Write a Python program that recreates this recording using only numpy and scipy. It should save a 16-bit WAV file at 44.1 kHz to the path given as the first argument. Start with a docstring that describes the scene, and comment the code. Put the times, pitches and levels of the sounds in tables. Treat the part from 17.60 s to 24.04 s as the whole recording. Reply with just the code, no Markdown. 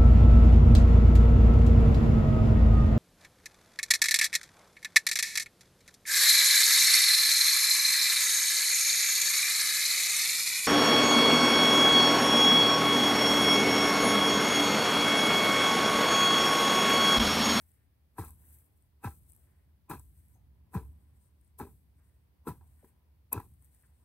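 """A steel garden hoe chops into dry soil seven times, close to a small two-port microphone near the ground.
Grit scrapes and clods knock the blade into ringing; gritty crunch and a thud falling in pitch join each chop.
Loose earth hisses off the blade as dense random grains, with single grains ticking and the tool scuffing
in between; late on, the blade glances off a stone. Low rumble, a faint hum, open air and hiss lie underneath."""
import sys
import numpy as np
from scipy import signal
from scipy.fft import rfft, irfft, next_fast_len
from scipy.io import wavfile

SR = 44100
rng = np.random.default_rng(int(sys.argv[2]) if len(sys.argv) > 2 else 0)


def output_pcm(signal):
    """Save a mono or channel-first signal as 16-bit PCM at the path in sys.argv[1].

    Samples are clipped to [-1, 1] before scaling.
    """
    pcm = np.clip(np.atleast_2d(signal).T, -1, 1) * 32767
    wavfile.write(sys.argv[1], SR, np.round(pcm).astype(np.int16))


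N = 284004
SIZE = next_fast_len(N + 4096)   # FFT length, with room for filter tails
HZ = np.maximum(np.arange(SIZE // 2 + 1) * SR / SIZE, 1)

# All table levels are relative: layer gains, the ports and the final filters shape them further.
# background, with a faint hum around 800 to 1000 Hz: time_s, rumble_db, air_db, faint_hum_db
BACKGROUND_LEVELS = [(0.0, -64.5, -81.5, -98), (0.5, -68.5, -82.5, -100), (0.9, -62.5, -76.5, -90.5),
                     (1.3, -67, -82.5, -99), (1.9, -63.5, -79, -91), (2.25, -64, -83, -100),
                     (2.8, -59, -82, -91), (3.4, -64, -79, -88), (4.0, -63.5, -83.5, -97.5),
                     (4.7, -65, -80.5, -94), (5.35, -66, -80, -86.5), (5.7, -65.5, -83, -99.5),
                     (6.44, -66, -80.5, -90)]
# earth pouring off the blade: start_s, end_s, high_hiss_db, band_near_8500_hz_db, rustle_db, dying_db_per_s
POURS = [(0.0, 0.13, -78.5, -80.5, -88.5, 113), (0.157, 0.21, -101, -94, -85.5, 68),
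         (0.66, 0.684, -62, -66.5, -78, 503), (0.839, 0.965, -68.5, -72.5, -83, 125),
         (1.168, 1.226, -86.5, -87.5, -109, 142), (1.676, 1.788, -76, -75.5, -93, 97.5),
         (1.843, 2.044, -99.5, -93, -86.5, 101.5), (2.57, 2.737, -78, -79, -88.5, 165.5),
         (3.426, 3.565, -90, -85.5, -93, 130), (3.612, 3.652, -88, -81, -98, 132.5),
         (3.81, 3.887, -94, -85.5, -92.5, 169.5), (4.392, 4.55, -89, -85, -90, 116),
         (5.042, 5.123, -85, -82, -93.5, 128.5), (5.2, 5.284, -79, -79.5, -83.5, 165),
         (6.023, 6.06, -78.5, -79, -89, 121.5), (6.144, 6.257, -82.5, -78, -86.5, 81),
         (6.367, 6.438, -90, -82.5, -108, 131)]
# knocks of clods and pebbles on the blade: start_s, level_db, dullness (0-1)
KNOCKS = [(0.581, -28, 0.02), (0.591, -24, 0.66), (0.635, -36.5, 0.36), (0.659, -48, 0.4),
          (1.435, -33.5, 0.5), (1.442, -21.5, 0.23), (1.471, -28.5, 0.34), (1.49, -44.5, 1),
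          (2.295, -32, 0.67), (2.301, -26, 0.53), (2.309, -25.5, 0.24), (2.319, -56, 0.7),
          (2.331, -35, 0.65), (2.348, -34.5, 0.47), (3.138, -31, 0.23), (3.147, -22.5, 0.48),
          (3.17, -26, 0.69), (3.19, -56, 0.5), (3.997, -26, 0.36), (4.008, -35.5, 0), (4.03, -58, 0.4),
          (4.069, -48, 0.2), (4.867, -27, 0.7), (4.872, -23.5, 0.52), (4.887, -42, 0.37), (4.909, -51, 0.8),
          (5.007, -50, 0.27), (5.242, -46.5, 0.71), (5.718, -42, 0.76), (5.738, -48, 0.6),
          (5.749, -51, 0.2), (5.76, -34, 0), (5.774, -25, 0.68), (5.798, -34, 0.22)]
# chops, and a second push in the first: full_bite_s, entry_s, drag_s, base_dying_db_per_s,
# low_blade_db, high_blade_db, handle_db, edge_db, crunch_db
CHOPS = [(0.586, 0.038, 0.048, 380, -48, -54, -48, -68, -62),
         (0.645, .025, 0.06, 447, -55, -68, -62, -76, -73),
         (1.445, 0.038, 0.033, 408.5, -47.5, -47.5, -45, -60, -62.5),
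         (2.3, 0.019, 0.048, 398, -41.5, -49.5, -46.5, -58.5, -60.5),
         (3.148, 0.035, 0.013, 315, -46.5, -52, -42.5, -64, -65.5),
         (4, 0.024, 0.0063, 313, -48, -53, -42, -66, -68),
         (4.875, 0.032, 0.011, 400, -45, -51, -43, -65, -63.5),
         (5.721, 0.0075, 0.074, 320.5, -39.5, -51.5, -41, -57.5, -60)]
# ground thuds: start_s, level_db, first_hz, last_hz, glide_s, t60_s, rumble_left_behind_db
THUDS = [(0.585, -32, 270, 72.5, 0.0098, 0.065, -53.5), (1.447, -32.5, 253, 82, 0.01, 0.069, -54.5),
         (2.3, -43.5, 257, 77.3, 0.014, 0.14, -55), (3.145, -27.5, 303, 72, 0.012, 0.067, -50),
         (3.996, -43.5, 262, 77.4, 0.015, 0.1, -56), (4.875, -36, 270, 83.5, 0.0188, 0.077, -54),
         (5.226, -59, 1107, 370, 0.005, 0.032, -83), (5.759, -30, 180, 73.5, 0.0083, 0.045, -54.5)]

ENTRY_DB = 43.5        # a chop and its spray swell by this much over their entry time
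HIGH_LATE_S = 0.012    # high ring, handle and crunch peak this much later


def amp(db):
    """Decibels to gain."""
    return 10 ** (np.asarray(db) / 20)


def rms_one(x):
    """Scale to rms 1."""
    return x / np.sqrt(np.mean(x ** 2) + 1e-20)


def in_time(rows):
    """Columns of a table as curves over all samples."""
    s, *columns = np.transpose(rows)
    return np.array([np.interp(np.arange(N) / SR, s, column) for column in columns])


def at_hz(points):
    """A spectrum table read at every FFT frequency, straight lines over log frequency."""
    hz, values = np.transpose(points)
    return np.interp(np.log(HZ), np.log(hz), values)


def filtered(x, response):
    """Apply a frequency response."""
    return irfft(rfft(x, SIZE) * response, SIZE)[..., :N]


def coloured(x, spectrum):
    """Give a spectrum, silent beyond its ends; rms 1."""
    inside = (HZ > spectrum[0][0]) & (HZ < spectrum[-1][0])
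    return rms_one(filtered(x, amp(at_hz(spectrum)) * inside))


def ring(force, hz, t60):
    """One mode as a decaying two-pole resonance: a unit click rings at height 1."""
    r, w = amp(-60 / (t60 * SR)), 2 * np.pi * hz / SR
    # the tiny offset avoids slow arithmetic in silence
    return signal.lfilter([0, np.sin(w)], [1, -2 * r * np.cos(w), r * r], force + 1e-18)


def grit(per_s, spread_db):
    """Random contacts of uneven size and either sign; rms 1."""
    sizes = amp(spread_db * np.minimum(rng.exponential(1, N), 5)) * rng.choice([-1, 1], N)
    return rms_one(sizes * (rng.random(N) < per_s / SR))


def swell(s, hold, db, rise_db_per_s, sag_db_per_s, fall_db_per_s):
    """Gain of a set of events: each rises to its level at s, sags while it holds, then falls; powers add."""
    t = np.arange(N) / SR - np.reshape(s, (-1, 1))
    hold, db, rise = (np.reshape(v, (-1, 1)) for v in (hold, db, rise_db_per_s))
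    level = db + rise * np.minimum(t, 0)
    level -= sag_db_per_s * np.clip(t, 0, hold)
    level -= fall_db_per_s * np.maximum(t - hold, 0)
    return np.sqrt(np.sum(amp(2 * level), axis=0))


def ports(x):
    """The two ports hear a near source with different colour and delay."""
    # hz, left_minus_right_db
    colour = [(60, 0), (300, 2.5), (1000, 1.7), (2700, 0), (4200, 1), (6400, 3), (8500, 15), (10300, -2),
              (11500, -1.5), (12800, 9.5), (14500, 4.5)]
    # hz, left_lead_radians
    lead = [(20, 0), (300, .15), (1100, .5), (1400, .5), (2400, 1.1), (3900, .76), (5000, 4), (6500, 5),
            (7900, 5), (8400, 3), (10400, 5.5), (11200, 7), (14100, 8), (16000, -4)]
    half = amp(at_hz(colour) / 2) * np.exp(0.5j * at_hz(lead))   # each port takes half the difference
    return np.array([filtered(x, half), filtered(x, 1 / half)])


def background(spectrum):
    """Stereo noise, nearly alike in the deep bass and mostly unrelated in the treble; rms 1."""
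    # hz, left_right_likeness (negative is taken as 0)
    likeness = [(60, 0.98), (180, 0.74), (550, 0.22), (1650, 0.089), (4970, -0.48), (15000, 0.092)]
    alike = np.clip(at_hz(likeness), 0, 1)
    mid, side = rng.standard_normal((2, N))
    mid, side = filtered(mid, np.sqrt(1 + alike)), filtered(side, np.sqrt(1 - alike))
    return coloured(np.array([mid + side, mid - side]), spectrum)


def rumble():
    """Low wandering noise that swells for a while after every thud."""
    # hz, db_per_hz
    spectrum = [(12, -46), (20, -64), (32, -33), (57, -3), (75, 4.5), (87, -6), (103, -7.5), (179, -17),
                (267, -25), (381, -35), (600, -56), (780, -70), (1320, -120)]
    s, *_, after_db = np.transpose(THUDS)
    after_thuds = swell(s + 0.087, 0, after_db, 152.5, 0, 53)
    gain = np.hypot(amp(in_time(BACKGROUND_LEVELS)[0]), after_thuds)
    return amp(1.0) * gain * background(spectrum)


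def open_air():
    """Faint open-air noise whose level wanders slowly."""
    # hz, db_per_hz
    spectrum = [(180, -12), (300, 2.5), (329, -3.5), (361, -1), (507, -6), (562, -6), (999, -10.5),
                (3500, -23), (4550, -46.5), (7700, -120)]
    return amp(in_time(BACKGROUND_LEVELS)[1] + 0.5) * background(spectrum)


def self_noise():
    """Steady hiss of the microphone itself."""
    # hz, db_per_hz
    spectrum = [(880, -56), (1500, -13), (1670, -6.5), (1790, -9), (1940, -6), (2860, -10), (4550, -9.5),
                (7100, -16.5), (12000, -7), (16000, -6.5)]
    return amp(-82.5) * background(spectrum)


def pour(db):
    """Gain of a layer while earth pours off the blade."""
    start, end, *_, dying = np.transpose(POURS)
    return swell(start, end - start, db, 261, 12, dying[:, None])


def spray():
    """Gain of the earth thrown by each chop: a short burst over a longer tail."""
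    # peak_s, rise_s, burst_db, tail_db
    throws = [(0.587, 0.036, -58, -58.5), (1.445, 0.043, -59, -60), (2.299, .012, -50.5, -60.5),
              (3.146, 0.047, -58.5, -66), (3.989, 0.016, -55.5, -64), (4.88, 0.04, -53.5, -70),
              (5.724, .012, -55, -61.5)]
    s, rise, burst_db, tail_db = np.transpose(throws)
    burst = swell(s, 0, burst_db, ENTRY_DB / rise, 0, 439)
    tail = swell(s, 0, tail_db, ENTRY_DB / rise, 0, 101.5)
    return np.hypot(burst, tail)


def earth():
    """Dense grains in a high hiss and a narrower band near 8.5 kHz; part from one spot, part scattered about."""
    # high hiss: hz, db_per_hz
    hiss_spectrum = [(5290, -29.5), (9000, -10), (9490, -8.5), (10700, 0), (12000, 4), (15100, -2),
                     (16000, 5)]
    # band near 8.5 kHz: hz, db_per_hz
    band_spectrum = [(3000, -20), (5000, -17.5), (6800, -17), (7700, -11), (8500, 0), (9400, -5),
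                     (10500, -15)]
    spot_share = 0.65   # of the power
    spot = ports(grit(per_s=9000.0, spread_db=3.5))
    scattered = np.array([grit(per_s=6800.0, spread_db=4.0), grit(per_s=36000.0, spread_db=4.0)])
    grains = np.sqrt(spot_share) * spot + np.sqrt(1 - spot_share) * scattered

    # the pouring flickers at random: 56 new levels per second, spread by 2.5 dB
    steps = np.arange(400) / 56
    flicker = amp(2.5 * np.interp(np.arange(N) / SR, steps, rng.standard_normal(400)))
    hiss_db, band_db = np.transpose(POURS)[2:4]
    thrown = spray()
    hiss_gain = np.hypot(thrown, flicker * pour(hiss_db))
    band_gain = np.hypot(amp(-2.5) * thrown, flicker * pour(band_db))
    high_hiss = amp(4.5) * hiss_gain * coloured(grains, hiss_spectrum)
    return high_hiss + amp(2.0) * band_gain * coloured(grains, band_spectrum)


def rustle():
    """A faint dry rustle of sparser grains while the earth slides."""
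    # hz, db_per_hz
    spectrum = [(1100, -22), (1500, -4), (1850, -2.5), (2200, -6.5), (2900, -13), (4000, -30)]
    return pour(np.transpose(POURS)[4]) * coloured(grit(per_s=2600.0, spread_db=2.5), spectrum)


def ticks():
    """Each grain on the blade is a tiny burst ringing briefly at its own pitch, over a thin broad snap."""
    # start_s, level_db, centre_hz
    grains = [(0.1163, -59, 8700), (0.6482, -39.5, 11700), (0.682, -49, 8300), (0.706, -41.5, 11200),
              (0.9866, -52, 11700), (1.044, -63, 8350), (1.223, -60, 8770), (1.6314, -59, 12100),
              (1.698, -58, 8500), (1.7044, -56.5, 8350), (1.715, -56.5, 8580), (1.72, -48.5, 8400),
              (1.733, -50, 9900), (1.749, -53, 9800), (1.7628, -51, 12200), (2.395, -46, 8200),
              (2.6833, -58, 11260), (3.6594, -65, 8800), (3.8114, -62, 8600), (3.8467, -62, 8900),
              (3.8771, -64, 8330), (5.8002, -44.5, 11900), (5.938, -61, 8900), (5.994, -66, 8500),
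              (6.0233, -58, 8470), (6.0454, -54.5, 8600), (6.1471, -53, 9300), (6.223, -58, 9530),
              (6.2707, -69, 8800)]
    out, t = np.zeros(N), np.arange(400) / SR
    snap_band = signal.butter(3, [7500, 15500], "band", fs=SR, output="sos")
    for s, db, hz in grains:
        burst = rng.standard_normal(400) * t ** 2 * np.exp(-t / 0.0004)
        tick = ring(ring(burst, hz, 0.0016), hz, 0.0016)
        snap = signal.sosfilt(snap_band, burst)
        both = tick / np.abs(tick).max() + 0.74 * snap / np.abs(snap).max()
        at = round(s * SR)
        out[at:at + 400] += amp(db - 1.5) * both
    return out


def bite(db, dying_share, late=0):
    """Gain of a layer through entry, drag and stop of every chop."""
    s, entry, drag, dying = np.transpose(CHOPS)[:4]
    rise_db_per_s = ENTRY_DB / (entry + late)
    hold = np.maximum(drag - late, 0)
    return swell(s + late, hold, db, rise_db_per_s, 230, dying_share * dying[:, None])


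def rising(x, hz):
    """A soft contact: the ring builds up over the crumbling time instead of starting at once."""
    crumble_s = 0.0014   # time constant of a crumbling clod
    r, w = np.exp(-1 / (crumble_s * SR)), 2 * np.pi * hz / SR
    return signal.lfilter([(1 - r * r) / 2, 0, (r * r - 1) / 2], [1, -2 * r * np.cos(w), r * r], x)


def body(modes, scrape, knock_share):
    """Grit under the stroke and short crumbling knocks drive the same modes."""
    soil_grip = 0.5   # the buried blade rings this share of its free time after a knock
    start_s, knock_db, _ = np.transpose(KNOCKS)
    at = np.round((start_s + 0.002086) * SR).astype(int)   # every knock sounds about 2 ms after its listed time
    contacts = grit(per_s=700.0, spread_db=3.5)
    scraped = sum(amp(db) * ring(contacts, hz, t60) for hz, db, t60 in modes)
    out = scrape * rms_one(scraped)
    for hz, db, t60 in modes:
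        force = np.zeros(N)
        strength_db = knock_db + db - 8.0 + rng.normal(0, 3.84, len(at))   # each knock excites modes unevenly
        force[at] = knock_share * amp(strength_db) * rng.choice([-1, 1], len(at))
        out += rising(ring(force, hz, soil_grip * t60), hz)
    return out


def hoe():
    """Blade ring and handle knock of every chop, a faint hum between, and a delayed bounce off the soil."""
    # low modes of the blade: hz, level_db, free_t60_s
    low_modes = [(805, -7, 0.14), (845, -6.5, 0.096), (876, -6.5, 0.041), (983.4, 3, 0.052),
                 (954, -1, 0.024)]
    # high modes of the blade: hz, level_db, free_t60_s
    high_modes = [(1337, 1, 0.062), (1402, -9.5, 0.012), (1609, 8, 0.022), (1634, -8, 0.037),
                  (1698, -2.5, 0.091), (1931, -7, 0.093), (2205, -47, 0.017)]
    # modes of the edge: hz, level_db, free_t60_s
    edge_modes = [(2470, 1.5, 0.023), (2450, -2, 0.19), (2593, 0.5, 0.03), (2600, 8, 0.038)]
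    # modes of the handle: hz, level_db, free_t60_s
    handle_modes = [(268.2, -1, 0.071), (325.6, -2.5, 0.071), (391.6, -1.5, 0.079), (440.5, -6.5, 0.22)]
    low_db, high_db, handle_db, edge_db = np.transpose(CHOPS)[4:8]
    faint_hum = amp(in_time(BACKGROUND_LEVELS)[2])   # shares the pitches of the low modes
    low = np.hypot(bite(low_db, 0.94), faint_hum)
    high = bite(high_db, 1.1, HIGH_LATE_S)
    edge = bite(edge_db, 0.95)
    handle = bite(handle_db, 0.94, HIGH_LATE_S)

    # dull knocks go to the handle, bright ones to the blade
    dull = np.clip(np.transpose(KNOCKS)[2], 0, 1)
    bright = 1 - dull
    rings = body(low_modes, low, bright) + body(high_modes, high, 0.28 * bright)
    rings += body(edge_modes, edge, 0.027 * bright) + body(handle_modes, handle, dull)
    echo_s, echo_gain = 0.000829, 0.4   # the bounce off the soil partly cancels around 600 Hz
    return filtered(rings, 1 + echo_gain * np.exp(-2j * np.pi * HZ * echo_s))


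def crunch():
    """Gritty crunch through each chop with a crack at every knock, partly scattered about."""
    # hz, db_per_hz
    spectrum = [(1710, -29), (2900, -10.5), (3150, -2), (3320, -4), (3990, 2.5), (4860, -2), (7500, -3.5),
                (9750, -40), (16500, -120)]
    scatter_share = 0.57   # share of the power that reaches the two ports unrelated
    s, db, _ = np.transpose(KNOCKS)
    cracks = swell(s + 0.0033, 0, db - 37, 9000.0, 0, 1500.0)   # each knock cracks it open briefly
    gain = np.hypot(cracks, bite(np.transpose(CHOPS)[8], 0.8, HIGH_LATE_S))
    spot, *scattered = (grit(per_s=4000.0, spread_db=3.5) for _ in range(3))
    grains = np.sqrt(1 - scatter_share) * ports(spot) + np.sqrt(scatter_share) * np.array(scattered)
    return gain * coloured(grains, spectrum)


def thuds():
    """The ground wave spreads out: high pitches arrive first, the lowest roll in last, in uneven lumps."""
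    out, t = np.zeros(N), np.arange(int(0.4 * SR)) / SR
    for s, db, first_hz, last_hz, glide, t60, _ in THUDS:
        lumps = np.interp(t, np.arange(60) * 0.0054, rng.standard_normal(60))
        glide_turns = (first_hz - last_hz) * glide * (1 - np.exp(-t / glide))
        turns = last_hz * t + glide_turns + 0.16 * lumps
        shape = (1 - np.exp(-t / 0.0045)) ** 2 * amp(-60 * (t / t60) ** 3.9)
        gain = amp(db + 2.6 * lumps) * shape / shape.max()
        at = round(s * SR)
        out[at:at + len(t)] += gain * np.sin(2 * np.pi * turns)
    return signal.sosfilt(signal.butter(4, 55.0, "high", fs=SR, output="sos"), out + 1e-18)


def scuffs():
    """Brief rubs of the tool between chops: noise in one resonance, narrow or broad, quick to start and fading."""
    # start_s, level_db, centre_hz, approximate_width_hz, decay_constant_s
    rubs = [(2.739, -73, 6440, 397, 0.039), (2.75, -68.5, 820, 298, 0.042),
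            (4.388, -70.5, 1470, 910, 0.035), (5.017, -63, 896, 294, 0.038), (5.235, -56, 416, 400, 0.017),
            (6.02, -73, 1030, 600, 0.013), (6.234, -63, 1750, 930, 0.015)]
    out, t = np.zeros(N), np.arange(int(0.15 * SR)) / SR
    for s, db, hz, width_hz, decay in rubs:
        rub = rng.standard_normal(len(t)) * (1 - np.exp(-t / 0.00065)) * np.exp(-t / decay)
        t60 = 1.7 / width_hz
        rub = ring(ring(rub, hz, t60), hz, t60)
        at = round(s * SR)
        out[at:at + len(t)] += amp(db) * rub / np.abs(rub).max()
    return out


def stone():
    """A few milliseconds of steel skidding on stone, then a short spray of chips, ringing the high modes."""
    # high modes of the edge: hz, level_db, t60_s
    stone_modes = [(6400, -22, .006), (8480, -9, .012), (10250, -3, .011), (10700, -8, .008),
                   (11700, -10, .006), (12300, -7, .006), (12850, 3, .011), (13600, -8, .005),
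                   (14100, -5, .006), (15000, -10, .004)]
    start_s, level_db, rub_s = 5.7262, -18, 0.0038
    t = np.arange(int(0.08 * SR)) / SR
    after = np.clip(t - rub_s, 0, 1)
    chips = 0.12 * amp(-60 * after / 0.05)
    skid = np.clip(t / 0.001, 0, 1) * (amp(-60 * after / 0.008) + chips)
    rings = np.zeros(len(t))
    for hz, db, t60 in stone_modes:
        rings += amp(db) * rms_one(ring(skid * rng.standard_normal(len(t)), hz, t60))
    rings = signal.sosfilt(signal.butter(4, 6000, "high", fs=SR, output="sos"), rings)
    out, at = np.zeros(N), round(start_s * SR)
    out[at:at + len(t)] = amp(level_db) * rings / np.abs(rings).max()
    return out


def scene():
    """Hoe and earth close by, over the rumble, open air and hiss."""
    one_spot = hoe() + thuds() + scuffs() + ticks() + stone() + rustle()
    near = ports(one_spot) + crunch() + earth()
    return near + rumble() + open_air() + self_noise()


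def record(dry):
    """The microphone drops the deepest bass; the top is cut steeply."""
    bass_cut = signal.sosfilt(signal.butter(1, 30.0, "high", fs=SR, output="sos"), dry)
    return signal.sosfilt(signal.cheby2(20, 70, 16250, fs=SR, output="sos"), bass_cut)


dry = scene()
out = record(dry)
output_pcm(out)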